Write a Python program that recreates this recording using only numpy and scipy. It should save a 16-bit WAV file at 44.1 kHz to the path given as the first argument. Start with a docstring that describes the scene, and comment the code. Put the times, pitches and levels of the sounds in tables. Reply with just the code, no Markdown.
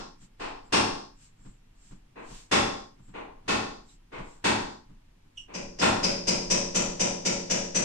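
"""A slide hammer slams against a tab glued to a car body panel, which booms in an echoing workshop. Between
these hard pulls the weight glides along its rod to a soft front stop, and the hand bumps the tool. Each impact
excites the damped modes of panel and rod; sliding friction gives a faint rubbing and hiss. After a stick-slip
squeak comes a run of quick light taps in which the steel rod clinks. Room tone and a deep rumble that swells
after each stroke lie underneath; a noise suppressor shortens the echoes."""
import sys
import numpy as np
from scipy import signal
from scipy.fft import rfft, irfft
from scipy.io import wavfile
from scipy.ndimage import uniform_filter1d

SR = 44100
rng = np.random.default_rng(int(sys.argv[2]) if len(sys.argv) > 2 else 0)


def file_out(sig):
    """Save sig as 16-bit WAV at sys.argv[1]."""
    # one column per channel
    cols = np.atleast_2d(sig).T
    # limit, then scale
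    lim = np.clip(cols, -1, 1)
    pcm = np.round(lim * 32767).astype(np.int16)
    wavfile.write(sys.argv[1], SR, pcm)


N = 345744

# impacts at the rear and the front stop: (time [s], relative level [dB], spectral tilt [dB/octave])
HARD_PULLS = [(-.25, -20, 0.89), (.722, -19, 0.9), (2.512, -19, 0.85), (3.478, -23.5, 0.58),
              (4.440, -20.5, 0.55), (5.813, -19, .5)]
SOFT_STOPS = [(.395, -33, 0), (2.155, -40, -2.5), (3.137, -36.5, -2), (4.117, -37.5, -1.25),
              (5.480, -43.5, -2.5)]
# light taps: (time [s], relative level [dB], grip [0 frees the rod's lower modes, 1 its upper modes])
LIGHT_TAPS = [(5.536, -35.5, 0.36), (5.785, -32, .18), (6.027, -27, 0.16), (6.268, -26, 0.19),
              (6.498, -26, 0.51), (6.744, -26, 0.94), (6.993, -26.5, 0.93), (7.248, -27.4, 0.63),
              (7.496, -27.6, 0.68), (7.744, -27, 1)]
# bumps of the hand on the tool: (time [s], relative level [dB])
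HAND_BUMPS = [(0.211, -55), (1.391, -59), (1.448, -48.5), (1.908, -48.5), (2.301, -49), (2.98, -54.5),
              (3.079, -51.5), (3.44, -56.5), (4.18, -42.5), (4.89, -54.5)]


def gain_of(db):
    """A level in decibels is an amplitude ratio on a logarithmic scale."""
    return 10 ** (np.asarray(db) / 20)


def unit_rms(x):
    """Normalisation to a mean power of one."""
    return x / np.sqrt(np.mean(x ** 2) + 1e-20)


def curve_at(points, hz):
    """Interpolation of (frequency [Hz], value) points on a logarithmic frequency axis."""
    f, value = np.transpose(points)
    return np.interp(np.log(hz + 1), np.log(f + 1), value)


def add(mix, time_s, sound):
    """Superposition: a sound joins the mix at a time that may lie before the start."""
    start = round(time_s * SR)
    sound = sound[:, max(-start, 0):]
    part = mix[:, max(start, 0):][:, :sound.shape[1]]
    part += sound[:, :part.shape[1]]


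def swell(middle_s, length_s):
    """A Gaussian envelope, its length taken between the 1/e points."""
    return np.exp(-(2 * (np.arange(N) / SR - middle_s) / length_s) ** 2)


def coloured(noise, spectrum):
    """Linear filtering gives steady noise a spectrum, here at an rms of one."""
    return unit_rms(irfft(rfft(noise) * gain_of(curve_at(spectrum, np.fft.rfftfreq(N, 1 / SR))), N))


def noise_pair(size):
    """Spatial coherence: noise at two spaced microphones is alike in the bass, less so above."""
    # likeness of left and right: (frequency [Hz], coherence [0..1])
    coherence = [(100, 1), (190, .98), (330, .8), (650, .65), (1400, .35), (3000, .25), (12000, .2)]
    # lead of the left side: (frequency [Hz], phase [rad])
    phase_lead = [(120, 0), (200, .35), (350, .95), (650, 2.9), (1500, 6.2), (4000, 15.5)]
    hz = np.fft.rfftfreq(size, 1 / SR)
    left, independent = rfft(rng.standard_normal((2, size)))
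    shared = np.clip(curve_at(coherence, hz), 0, 1)
    right = (shared * left + np.sqrt(1 - shared ** 2) * independent) * np.exp(-1j * curve_at(phase_lead, hz))
    return irfft(np.array([left, right]), size)


def modal_response(spectrum, modes=(), tilt_db=0, size=16384):
    """Resonance: modal peaks on a broad spectrum give a minimum-phase impulse response of unit energy."""
    hz = np.fft.rfftfreq(size, 1 / SR)
    db = curve_at(spectrum, hz) + tilt_db * np.log2(hz / 1000 + .1)
    db += sum(lift / (1 + (2 * (hz - f) / width) ** 2) for f, width, lift in modes)
    cepstrum = irfft(np.log(gain_of(db)))[:size // 2]
    cepstrum[1:] *= 2  # folded onto positive times, so that nothing sounds before the blow
    response = irfft(np.exp(rfft(cepstrum, size)))[:size // 2]
    return response / np.linalg.norm(response)


def strike(response, chatter_db=-6, chatter_s=0.009, size=2048):
    """Impact excitation: an impulse and a decaying chatter of steel on steel drive a resonator."""
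    chatter = rng.standard_normal(size) * np.exp(-np.arange(size) / SR / chatter_s)
    force = signal.lfilter(*signal.butter(2, 700, "high", fs=SR), chatter)
    force *= gain_of(chatter_db) / np.linalg.norm(force)
    force[0] += 1
    return signal.fftconvolve(force / np.linalg.norm(force), response)


def workshop(size=30870, late_share=0.76, onset_s=0.0039, end_s=0.44):
    """Reverberation: dense reflections build up, then decay exponentially, each band at its own rate."""
    # echo bands: (frequency [Hz], reverberation time [s], build-up time [s])
    bands = [(81, 0.69, 0.033), (252, 0.65, 0.045), (892, 0.72, 0.034), (2570, 0.48, 0.033),
             (4900, 0.7, 0.017), (8650, 0.49, 0.022), (14100, 0.6, 0.009)]
    # balance of the echo: (frequency [Hz], left over right [dB])
    balance = [(130, 0), (350, 0), (700, 3), (1400, 1), (3000, -0.6), (6000, 3.5), (12000, 0)]
    t, hz = np.arange(size) / SR, np.fft.rfftfreq(size, 1 / SR)
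    frames = signal.stft(noise_pair(size), nperseg=2048, noverlap=1536)[2]
    power = uniform_filter1d((abs(frames) ** 2).mean(0), size=3, axis=1)
    frames /= np.sqrt(abs(power) + 1e-12)  # a diffuse field favours no band and no moment
    echoes = unit_rms(signal.istft(frames, nperseg=2048, noverlap=1536)[1][:, :size])
    spectrum = rfft(echoes) * gain_of(curve_at(balance, hz) * np.array([[.5], [-.5]]))
    out = np.zeros((2, size))
    for selector, (_, t60, rise_s) in zip(np.eye(len(bands)), bands):
        band = curve_at(np.c_[np.array(bands)[:, 0], selector], hz)
        build_up = (1 - np.exp(-t / onset_s)) * (1 - late_share * np.exp(-t / rise_s))
        envelope = build_up * gain_of(-60 * t / t60)
        out += irfft(spectrum * band, size) * envelope / envelope.max()
    return out * np.exp(-(t / end_s) ** 7)  # the last of the tail falls away faster


def early_reflections(room, fade_s):
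    """The shortest paths arrive first: an exponential window keeps only these."""
    return room * np.exp(-np.arange(room.shape[1]) / SR / fade_s)


def in_room(sound, room):
    """Convolution with the room's impulse response carries a sound to both microphones."""
    return signal.fftconvolve(sound[None], room, axes=1)


def ambience(tone_db=-58, calm_db=-60):
    """Ambient noise: room tone over a deep rumble that swells after each stroke; the swells add in power."""
    # spectra of the room tone and the rumble: (frequency [Hz], relative level [dB])
    tone_spectrum = [(8.8, -32), (15, -16.5), (35, -6), (54, -34.5), (96, -17.5), (118, -19.5), (475, -30),
                     (927, -28.5), (1010, -31), (1390, -34.5), (2280, -33.5), (8670, -46.5), (15500, -55)]
    rumble_spectrum = [(5, -10.5), (18, -2.5), (32, -7.5), (55, -25), (120, -35), (400, -93)]
    # (strokes, delay [s], length [s], level against the stroke [dB])
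    rumble_rises = [(HARD_PULLS, 0.16, 0.3, -28.5), (SOFT_STOPS, 0.13, 0.26, -13.5),
                    (LIGHT_TAPS, 0.15, 0.36, -20), (HAND_BUMPS, 0.03, 0.15, -2.2)]
    power = gain_of(calm_db) ** 2
    for strokes, delay_s, length_s, rise_db in rumble_rises:
        for time_s, db, *_ in strokes:
            power += (gain_of(db + rise_db) * swell(time_s + delay_s, length_s)) ** 2
    rumble = np.sqrt(power) * coloured(rng.standard_normal(N), rumble_spectrum)
    return gain_of(tone_db) * coloured(noise_pair(N), tone_spectrum) + rumble


def hand_bumps(room, boost_db=6):
    """A soft contact excites mainly low frequencies: the hand nudges the tool with a short, dull bump."""
    # one bump: (frequency [Hz], relative level [dB])
    spectrum = [(50, -28), (110, -5.5), (165, -2.5), (260, -7), (450, -21.5), (1000, -18.5), (3000, -32),
                (9000, -45), (14000, -64)]
    bump = in_room(modal_response(spectrum), early_reflections(room, fade_s=0.04))
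    out = np.zeros((2, N))
    for time_s, db in HAND_BUMPS:
        add(out, time_s, gain_of(db + boost_db) * bump)
    return out


def glides(usual_rub_db=-62.5, hiss_db=-64, hiss_growth=0.25):
    """Sliding friction makes broadband noise, with a thin hiss that changes little with the pressure."""
    # the weight moving along the rod: (middle time [s], length [s], rubbing level [dB])
    moves = [(0.235, 0.072, -58), (0.673, 0.055, -76), (1.238, 0.12, -58), (1.476, 0.17, -66),
             (1.874, 0.18, -61), (2.36, 0.19, -50), (3.076, 0.13, -73), (3.915, 0.099, -60.5),
             (4.314, 0.18, -60), (5.41, 0.09, -67)]
    # friction spectra: (frequency [Hz], relative level [dB])
    rub_spectrum = [(200, -9.5), (1000, 0.5), (2500, 1.5), (5000, -0.5), (8000, 0), (10000, -14),
                    (15000, -23.5)]
    hiss_spectrum = [(3000, -27), (6300, -19), (7500, 7), (8300, -10), (9500, -24), (14000, -39)]
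    rub, hiss = coloured(noise_pair(N), rub_spectrum), coloured(noise_pair(N), hiss_spectrum)
    out = np.zeros((2, N))
    for middle_s, length_s, db in moves:
        hiss_gain = gain_of(hiss_db + hiss_growth * (db - usual_rub_db))
        out += swell(middle_s, length_s) * (gain_of(db) * rub + hiss_gain * hiss)
    return out


def squeaks(room, overtone_db=-12, echo_db=1, settle_s=0.0074, jitter=0.043, jitter_s=0.00069):
    """Stick-slip oscillation of steel on steel: three harmonics whose unsteady pitch drops and settles."""
    # (time [s], length [s], final pitch [Hz], pitch drop [Hz], relative level [dB])
    chirps = [(3.883, 0.025, 4000, 100, -60), (5.369, 0.023, 2640, 860, -36.5)]
    paths = early_reflections(room, fade_s=0.049)
    paths *= gain_of(echo_db) / np.linalg.norm(paths[0])
    paths[:, 0] += 1  # the direct path
    pan_right = gain_of([[-2], [2]])
    out = np.zeros((2, N))
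    for time_s, length_s, end_hz, drop_hz, db in chirps:
        t = np.arange(0, length_s, 1 / SR)
        waver = signal.lfilter([1], [1, -np.exp(-1 / (jitter_s * SR))], rng.standard_normal(SR // 10))
        pitch_hz = (end_hz + drop_hz * np.exp(-t / settle_s)) * (1 + jitter * unit_rms(waver)[:len(t)])
        phase = 2 * np.pi * np.cumsum(pitch_hz) / SR
        tone = sum(gain_of(overtone_db * k) * np.sin((k + 1) * phase) for k in range(3))
        add(out, time_s, pan_right * in_room(gain_of(db) * np.hanning(len(t)) * tone, paths))
    return out


def knocks(strokes, spectrum, panel_modes, room, clack_db, clack_slope, rod_db, rod_slope, **chatter):
    """Structure-borne sound: the tab passes each jolt to the panel; brighter blows ring the rod more."""
    out = np.zeros((2, N))
    for time_s, db, tilt_db in strokes:
        # (frequency [Hz], width [Hz], lift [dB])
        tab_clack = (2060, 1130, clack_db + clack_slope * tilt_db)
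        rod_ring = (5150, 840, rod_db + rod_slope * tilt_db)
        response = modal_response(spectrum, panel_modes + [tab_clack, rod_ring], tilt_db)
        add(out, time_s, gain_of(db) * in_room(strike(response, **chatter), room))
    return out


def soft_stops(room):
    """A slow collision: the weight meets its front stop, chatters and excites the panel weakly."""
    # the knock: (frequency [Hz], relative level [dB])
    spectrum = [(60, -18), (150, -13), (270, -2), (430, -3.5), (600, -5.5), (1000, -7.5), (1500, -10.5),
                (2600, -13), (3500, -16), (6000, -27), (8500, -28.5), (11000, -56)]
    # panel resonances: (frequency [Hz], width [Hz], lift [dB])
    panel_modes = [(251, 33, 1.2), (455, 75, 5), (903, 380, 6.7), (1080, 74, 3.4), (2500, 590, 4.4)]
    return knocks(SOFT_STOPS, spectrum, panel_modes, room, chatter_db=1.5, chatter_s=0.05,
                  clack_db=0, clack_slope=-2, rod_db=3.5, rod_slope=4.5)


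def light_taps(room, usual_tap_db=-26.5, clink_db=-26.5, clink_growth=1.6, rebound_s=0.011, rebound_db=10):
    """Selective damping: the panel thuds and the rod clinks in those modes that the grip leaves free."""
    # panel thud and rod clink: (frequency [Hz], relative level [dB])
    thud_spectrum = [(50, -25), (100, -8), (140, -10), (180, -5), (280, -9), (560, -8), (680, -5.5),
                     (1000, -16), (1600, -16), (2500, -7.5), (3500, -25), (5000, -59), (10000, -53)]
    clink_spectrum = [(1500, -37.5), (3000, -11), (4500, -9.5), (5100, -4), (6100, -7.5), (6600, -6),
                      (8000, -13), (9200, -19), (10000, -32.5), (12500, -34), (15000, -67)]
    # resonances: (frequency [Hz], width [Hz], lift [dB])
    panel_modes = [(168.6, 20, 6.4), (186.6, 35, 6.4), (247, 51, 10.1), (353.8, 19, 14), (443, 7.7, 12),
                   (493, 30, 7.7), (554, 41, 12.6), (593, 6.2, 5.2), (988, 98, 9.4), (1369, 25, 8.6)]
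    lower_rod_modes = [(4964, 260, 14.8), (5430, 780, 7.2)]
    upper_rod_modes = [(5814, 130, 7.9), (5995, 236, 16.3), (6500, 94, 1), (7087, 270, 14),
                       (7940, 360, 7.7)]
    out, short_room = np.zeros((2, N)), early_reflections(room, fade_s=0.013)
    for time_s, db, grip in LIGHT_TAPS:
        thud = gain_of(db) * strike(modal_response(thud_spectrum, panel_modes))
        force_db = db - usual_tap_db
        lower = [(f, width, lift * (1 - 0.87 * grip)) for f, width, lift in lower_rod_modes]
        upper = [(f, width, lift * (0.25 + 0.75 * grip)) for f, width, lift in upper_rod_modes]
        zing = (10330, 680, 16.5 - 24.5 * grip + 1.8 * force_db)  # the bright edge of steel on steel
        rod = modal_response(clink_spectrum, lower + upper + [zing])
        clink = gain_of(clink_db + clink_growth * force_db) * strike(rod)
        add(out, time_s, in_room(thud + clink, room))
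        # the weight rebounds and clinks on the rod again, just after the tap
        add(out, time_s + rebound_s, gain_of(rebound_db) * in_room(clink, short_room))
    return out


def hard_pulls(room):
    """Momentum transfer: the weight slams into its rear stop, and the panel booms in its bending modes."""
    # the boom: (frequency [Hz], relative level [dB])
    spectrum = [(40, -24), (64, -7.5), (140, -7), (230, -0.5), (340, -0.5), (620, -2.5), (900, -4.5),
                (1700, -12.5), (2800, -14.5), (4000, -10), (8500, -18.5), (9500, -25), (10500, -40.5),
                (15000, -49)]
    # panel resonances: (frequency [Hz], width [Hz], lift [dB])
    panel_modes = [(68.9, 9.5, 11), (108.2, 11, 10.5), (166.2, 14, 7), (214, 39, 6.5), (279.7, 13.6, 9),
                   (358.3, 25, 4.5), (434, 14, 4.5), (832, 340, 5.5), (1084, 33, 9), (1397, 85, 6),
                   (2657, 330, 9.5), (3460, 88, 9)]
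    return knocks(HARD_PULLS, spectrum, panel_modes, room, chatter_db=-6, chatter_s=0.011,
                  clack_db=8.5, clack_slope=-0.75, rod_db=-8, rod_slope=12.2)


def scene():
    """Superposition: the pressures of all sources add in one room, at one pair of microphones."""
    room = workshop()
    impacts = hard_pulls(room) + soft_stops(room) + light_taps(room) + hand_bumps(room)
    return impacts + glides() + squeaks(room) + ambience()


def record(dry, knee_db=3.5, depth_db=7, bass_hz=160, cutoff_hz=15500):
    """Spectral gating turns quiet bands above the bass down, shortening the tails; a low-pass follows."""
    # where the noise suppressor is half shut: (frequency [Hz], level per bin [dB])
    threshold = [(200, -69), (1000, -65), (3000, -76), (6000, -90), (12000, -94)]
    hz, _, frames = signal.stft(dry, SR, nperseg=1024, noverlap=768)
    power = uniform_filter1d((abs(frames) ** 2).mean(0), size=15, axis=0)  # smoothed over frequency
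    power = uniform_filter1d(power, size=5, axis=1)  # and over time
    excess_db = 10 * np.log10(abs(power) + 1e-16) - curve_at(threshold, hz)[:, None]
    above_bass = hz ** 2 / (hz ** 2 + bass_hz ** 2)
    shut = (.5 - .5 * np.tanh(excess_db / (2 * knee_db))) * above_bass[:, None]
    gated = signal.istft(frames * gain_of(-depth_db * shut), SR, nperseg=1024, noverlap=768)[1][:, :N]
    low_pass = signal.firwin(511, cutoff_hz, window=("kaiser", 9), fs=SR)
    return signal.oaconvolve(gated, low_pass[None], "same")


dry = scene()
out = record(dry)
file_out(out)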